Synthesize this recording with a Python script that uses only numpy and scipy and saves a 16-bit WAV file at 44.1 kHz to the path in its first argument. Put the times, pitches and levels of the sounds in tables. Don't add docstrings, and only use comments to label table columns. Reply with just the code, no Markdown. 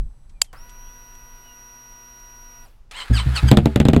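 import sys
import numpy as np
from scipy import signal
from scipy.fft import rfft, irfft
from scipy.io import wavfile
from scipy.ndimage import uniform_filter1d

SR = 44100
rng = np.random.default_rng(int(sys.argv[2]) if len(sys.argv) > 2 else 0)


def log_audio(samples):
    frames = np.atleast_2d(samples).T
    limited = np.clip(frames, -1, 1)
    pcm = np.round(limited * 32767).astype(np.int16)
    wavfile.write(sys.argv[1], SR, pcm)


N = 176400
T = np.arange(N) / SR


def from_db(db):
    return 10 ** (np.asarray(db) / 20)


def unit_rms(x):
    return x / np.sqrt(np.mean(x ** 2) + 1e-20)


def automation(rows):
    times, *columns = np.transpose(rows)
    return [np.interp(T, times, column) for column in columns]


def eq_gain(spectrum, hz):
    points_hz, db = np.transpose(spectrum)
    return from_db(np.interp(np.log(hz + 1e-9), np.log(points_hz), db))


def noise(spectrum):
    hz = np.arange(N // 2 + 1) * SR / N
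    low_cut = np.minimum(hz / spectrum[0][0], 1) ** 2
    return unit_rms(irfft(rfft(rng.standard_normal(N)) * eq_gain(spectrum, hz) * low_cut, N))


def lowpass(x, hz):
    return signal.sosfilt(signal.butter(2, hz, fs=SR, output="sos"), x + 1e-18)


def drift(hz):
    return unit_rms(lowpass(rng.standard_normal(N + SR), hz)[SR:])


def decay(start, t60):
    return (T >= start) * from_db(-60 * np.clip((T - start) / t60, 0, 4))


def ring(start, modes, ratio=1, wave=np.cos):
    age = T[T >= start][:SR] - start
    out, first = np.zeros(N), np.sum(T < start)
    for hz, db, t60 in modes:
        envelope = from_db(db) * np.exp(-np.log(1000) * age / t60)
        out[first:first + len(age)] += envelope * wave(2 * np.pi * hz * ratio * age)
    return out


# (frequency [Hz], relative level [dB])
WIND_EQ = [(25, 12), (45, 0), (70, -12.5), (130, -18), (250, -31.5), (600, -58), (3000, -87.5)]
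HUSH_EQ = [(150, 0), (400, 0.5), (900, 0.5), (1600, -7.5), (2800, -13.5), (6000, -14.5), (15000, -33.5)]
# (time [s], level [dB])
WIND_LEVEL = [(0, -19.5), (.15, -41.5), (.3, -37), (.8, -43.5), (1.8, -51.5), (4, -36)]


def outdoor_air():
    gusts = from_db(automation(WIND_LEVEL)[0] - drift(hz=4.1))
    return gusts * noise(WIND_EQ) + from_db(-67) * noise(HUSH_EQ)


# (frequency [Hz], level [dB])
WHINE_PARTIALS = [(3997, -85), (5995, -82), (7995, -74), (9990, -77), (11990, -83.5)]


def thin_whine(end_s=0.59):
    fade = np.clip(1 - (T / end_s) ** 4, 0, 1)
    return fade * sum(from_db(db) * np.sin(2 * np.pi * hz * T) for hz, db in WHINE_PARTIALS)


# (time [s], level [dB], t60 [s])
TICK_HITS = [(.295, -57.5, 0.073), (0.445, -49.5, 0.077), (.529, -49, 0.06), (0.694, -49.5, 0.081),
             (1.152, -50, 0.027), (2.2, -54, .02), (2.912, -38, 0.063)]
# (frequency [Hz], relative level [dB])
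TICK_EQ = [(300, -37), (2000, 16), (4000, 14), (7500, 13), (11000, 5), (16000, -46.5)]


def ticks():
    return noise(TICK_EQ) * sum(from_db(db) * decay(start, t60) for start, db, t60 in TICK_HITS)


# (time [s], length [s], start pitch [Hz], end pitch [Hz], level [dB])
BIRD_NOTES = [(.33, 0.082, 2500, 2280, -67), (.435, 0.1, 3430, 2820, -64), (.81, 0.12, 3100, 3490, -63),
              (.865, 0.035, 3160, 2700, -58), (1.43, 0.13, 3000, 2760, -52)]


def far_bird():
    waver = 1 + 0.012 * drift(hz=140)
    song = np.zeros(N)
    for start, length, start_hz, end_hz, db in BIRD_NOTES:
        progress = np.clip((T - start) / length, 0, 1)
        hz = (start_hz + (end_hz - start_hz) * progress) * waver
        song += from_db(db) * np.sin(np.pi * progress) * np.sin(2 * np.pi * np.cumsum(hz) / SR)
    return song


# (time [s], relative level [dB])
CONTACT_HITS = [(.4164, -15), (.4182, 0)]
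# (frequency [Hz], relative level [dB], t60 [s])
HOUSING_MODES = [(844, -47, .02), (1300, -47, .013), (2620, -39.5, 0.06), (3144, -25, 0.029),
                 (3800, -24.5, .012), (3830, -8.5, 0.0047), (4780, 2.5, 0.0071), (6830, -10.5, 0.013),
                 (7520, 1, .011), (8600, -7.5, 0.0031), (10700, -32, .009)]
# (frequency [Hz], relative level [dB])
SNAP_EQ = [(700, 20.5), (1500, -23), (4000, 0), (8000, 13), (12000, 11.5), (15500, -38.5), (17000, -47)]


def switch(low_cut_hz=710):
    crack = noise(SNAP_EQ)
    snap = np.zeros(N)
    for start, db in CONTACT_HITS:
        transient = from_db(-15.5) * decay(start, t60=0.015)
        tail = from_db(-44) * decay(start, t60=0.12)
        snap += from_db(db) * (ring(start, HOUSING_MODES, wave=np.sin) + crack * (transient + tail))
    return signal.sosfilt(signal.butter(4, low_cut_hz, "high", fs=SR, output="sos"), snap + 1e-18)


MOTOR_ORDERS = [1, 2, 3, 4, 5.7, 7.5, 8, 10, 12, 13, 16, 21, 24, 32, 46, 48, 93, 94]
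MOTOR_LEVELS = [-63.5, -66, -71, -71.5, -69.5, -76, -56, -70.5, -60.5, -74.5, -64.5, -71.5, -72, -73.5, -80,
                -72, -68.5, -62.5]
# (time [s], rms level [dB])
WHISTLE_LEVEL = [(0.6, -51), (0.62, -49), (0.67, -55.5), (0.81, -48), (1.47, -51), (1.6, -47),
                 (2.59, -47.5), (2.63, -51.5), (2.64, -55)]
# (frequency [Hz], relative level [dB])
RUSH_EQ = [(60, -82), (200, 9), (450, 6), (750, 7), (1300, 10), (2000, 4), (2700, 8), (3600, 0), (5500, 0),
           (6600, -7), (9000, -2.5), (11500, 0), (15500, -4)]
GULP_EQ = [(100, 4), (250, -11), (1400, -2), (2500, -16), (5000, -35), (15000, -29)]


def fuel_pump(on_s=0.53, off_s=2.648, shaft_hz=122.55, sag_hz_per_s=0.27, vanes=47):
    since_on, since_off = np.maximum(T - on_s, 0), np.maximum(T - off_s, 0)
    spin_up, coast = 1 - np.exp(-since_on / 0.02), np.exp(-since_off / 0.066)
    hz = (shaft_hz - sag_hz_per_s * since_on) * spin_up * coast
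    wobble = 1 + 0.001 * drift(hz=26) + 0.036 * (since_off > 0) * drift(hz=240)
    angle = 2 * np.pi * np.cumsum(hz * wobble) / SR
    motor = sum(from_db(db + drift(hz=24)) * np.sin(order * angle)
                for order, db in zip(MOTOR_ORDERS, MOTOR_LEVELS))
    whistle = from_db(automation(WHISTLE_LEVEL)[0]) * np.exp(-since_off / 0.016) * np.sin(vanes * angle)
    attack, release = 1 - np.exp(-(since_on / 0.064) ** 2), np.exp(-since_off / 0.033)
    rush = from_db(-57) * noise(RUSH_EQ) * spin_up * np.exp(-since_off / 0.08)
    gulp = from_db(-41.5) * noise(GULP_EQ) * decay(on_s, t60=0.26)
    return np.sqrt(2) * attack * release * (motor + whistle) + rush + gulp


# (time [s], mesh pitch [Hz], level [dB])
GEAR_GRIND = [(2.911, 592, -56), (2.945, 908, -44.5), (2.978, 1103, -34.5), (3.016, 991, -32),
              (3.036, 1048, -38), (3.06, 1101, -71.5), (3.12, 1730, -63), (3.138, 1688, -29),
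              (3.165, 1503, -27.5), (3.182, 1271, -27.5), (3.204, 992, -26), (3.232, 1072, -57),
              (3.34, 1761, -51), (3.362, 1550, -21), (3.382, 1290, -25), (3.41, 1255, -48),
              (3.44, 1680, -77), (3.474, 1640, -35), (3.49, 1563, -19), (3.51, 1633, -72)]
MESH_HARMONICS = [8, -0.5, 5, 2.5, -2, -5, -5, -2]
# (frequency [Hz], relative level [dB])
CASING_EQ = [(300, -23), (900, -8), (1500, -6.5), (2100, 0.5), (2700, 8.5), (3200, -0.5), (3600, -0.5),
             (4500, -2), (5800, -14.5), (8200, -2.5), (10000, -9.5), (15500, -24)]
RATTLE_EQ = [(100, -9), (400, -1), (800, 6), (1500, 11), (2800, 2.5), (4400, 0), (6000, -10), (8000, -9),
             (11000, -12), (15500, -21)]
# (time [s], level [dB])
CLATTER_LEVEL = [(2.911, -44), (3.06, -44), (3.24, -40.5), (3.33, -39), (3.45, -36.5), (3.55, -49),
                 (3.64, -49), (3.74, -48.5), (3.83, -61), (4, -58)]


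def starter(jitter=0.018, roughness_db=4.5, gear_rattle_db=-9.5):
    mesh_hz, gear_db = automation(GEAR_GRIND)
    turning = T > GEAR_GRIND[0][0]
    load = from_db(gear_db) * turning * (T < GEAR_GRIND[-1][0])
    angle = 2 * np.pi * np.cumsum(mesh_hz * (1 + jitter * drift(hz=480))) / SR
    mesh = np.zeros(N)
    for harmonic, db in enumerate(MESH_HARMONICS, 1):
        rough_gain = from_db(db + roughness_db * drift(hz=300))
        mesh += eq_gain(CASING_EQ, harmonic * mesh_hz) * rough_gain * np.sin(harmonic * angle)
    clatter_gain = from_db(automation(CLATTER_LEVEL)[0]) * turning
    rattle = unit_rms(noise(RATTLE_EQ) * from_db(1.6 * drift(hz=180)))
    return load * unit_rms(mesh) + np.hypot(from_db(gear_rattle_db) * load, clatter_gain) * rattle


# (delay [s], gain [dB])
REFLECTION_TAPS = [(.0023, -14.5), (.0071, -12), (0.018, -12)]


def with_reflections(direct):
    return direct + sum(from_db(db) * np.interp(T - delay, T, direct) for delay, db in REFLECTION_TAPS)


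# (time [s], relative level [dB], pipe pitch [ratio])
PUFF_HITS = [(3.1024, 7, 1), (3.261, 3, 1.12), (3.43, 8, 1.107), (3.62, 0.5, 1.2)]
# (base frequency [Hz], relative level [dB], t60 [s])
COLD_PIPE_MODES = [(59.67, -13.5, 0.54), (113, -14.5, 0.34), (198.5, -20, 0.07), (255, -25.5, 0.11)]
# (frequency [Hz], relative level [dB])
PUFF_EQ = [(100, -4), (210, 13.5), (310, -4), (600, -15), (1000, -22), (4000, -59)]


def exhaust_puffs(attack_s=0.0043, gas_db=-29):
    thump, outflow = np.zeros(N), np.zeros(N)
    for time, db, ratio in PUFF_HITS:
        start = time - attack_s
        attack = 1 - np.exp(-((T - start) / attack_s) ** 2)
        thump += from_db(db) * attack * ring(start, COLD_PIPE_MODES, ratio, np.sin)
        outflow += from_db(db + gas_db) * decay(time, t60=0.3)
    return noise(PUFF_EQ) * lowpass(outflow, hz=120) - lowpass(thump, hz=240)


# (time [s], boom gain [dB], pipe pitch [ratio], crack gain [dB], gas gain [dB])
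FIRST_FIRINGS = [(3.5155, 9.5, .94, -8, -5), (3.659, 2, 1, -15.5, -19), (3.761, -0.5, 0.88, -12, -18.5),
                 (3.8542, 2, 0.94, -20, -19), (3.9345, 0, 0.96, -19, -15)]
SECOND_FIRINGS = [(3.5728, 3, .9, -10, -9), (3.802, 0.5, .97, -19, -13.5), (3.8865, 0.5, 1, -14, -14),
                  (3.9648, 1.5, 1.06, -20.5, -18)]
# (base frequency [Hz], relative level [dB], t60 [s])
FIRST_PIPE_MODES = [(78, -26, 0.29), (136.8, -3, 0.071), (221.5, -10, 0.13), (286.6, -12.5, 0.11),
                    (388.4, -25, 0.23), (475, -31, 0.21), (652, -24.5, 0.14), (857, -29, 0.16)]
SECOND_PIPE_MODES = [(79.6, -3.5, 0.084), (157.4, -6.5, 0.15), (223.8, -2, 0.08), (253.1, -22, 0.3),
                     (378.4, -14.5, 0.12), (507, -29, 0.2), (642, -20, 0.09), (798, -32, 0.21)]
# (frequency [Hz], relative level [dB])
CRACK_EQ = [(300, 19), (900, -6.5), (2000, -3.5), (3700, 7), (5800, -13), (7700, -4.5), (10500, -19.5),
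            (13300, -12.5), (16000, -25)]
GAS_EQ = [(200, 4), (450, 12), (800, 9.5), (1000, -2), (1250, 0), (2000, -4), (3400, -4), (5500, -25),
          (7800, -20.5), (11000, -27.5), (13300, -31), (16000, -45)]


def cylinder(firings, pipe_modes, muffle_hz=1010, crack_lead_s=0.00043, crack_width_s=0.00088):
    pipe, crack_envelope, outflow = np.zeros((3, N))
    for start, boom_db, ratio, crack_db, gas_db in firings:
        pipe += from_db(boom_db) * ring(start, pipe_modes, ratio)
        spike = np.exp(-0.5 * ((T - start + crack_lead_s) / crack_width_s) ** 2)
        crack_envelope += from_db(crack_db) * spike
        outflow += from_db(gas_db) * decay(start, t60=0.075)
    boom = -lowpass(lowpass(pipe, muffle_hz), muffle_hz)
    boom_rms = np.sqrt(np.abs(uniform_filter1d(boom ** 2, size=600)) + 1e-9)
    pulsing = 0.14 + 0.86 * np.abs(boom) / boom_rms
    return boom + crack_envelope * noise(CRACK_EQ) + outflow * pulsing * noise(GAS_EQ)


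def scene():
    background = outdoor_air() + thin_whine() + far_bird()
    priming = ticks() + switch() + fuel_pump()
    cranking = with_reflections(starter()) + exhaust_puffs()
    bangs = cylinder(FIRST_FIRINGS, FIRST_PIPE_MODES) + cylinder(SECOND_FIRINGS, SECOND_PIPE_MODES)
    return (background + priming + cranking + bangs)[None]


def record(dry, cutoff_hz=16200):
    clipped = dry / (1 + dry ** 4) ** (1 / 4)
    return signal.sosfilt(signal.ellip(10, 0.1, 90, cutoff_hz, fs=SR, output="sos"), clipped)


dry = scene()
out = record(dry)
log_audio(out)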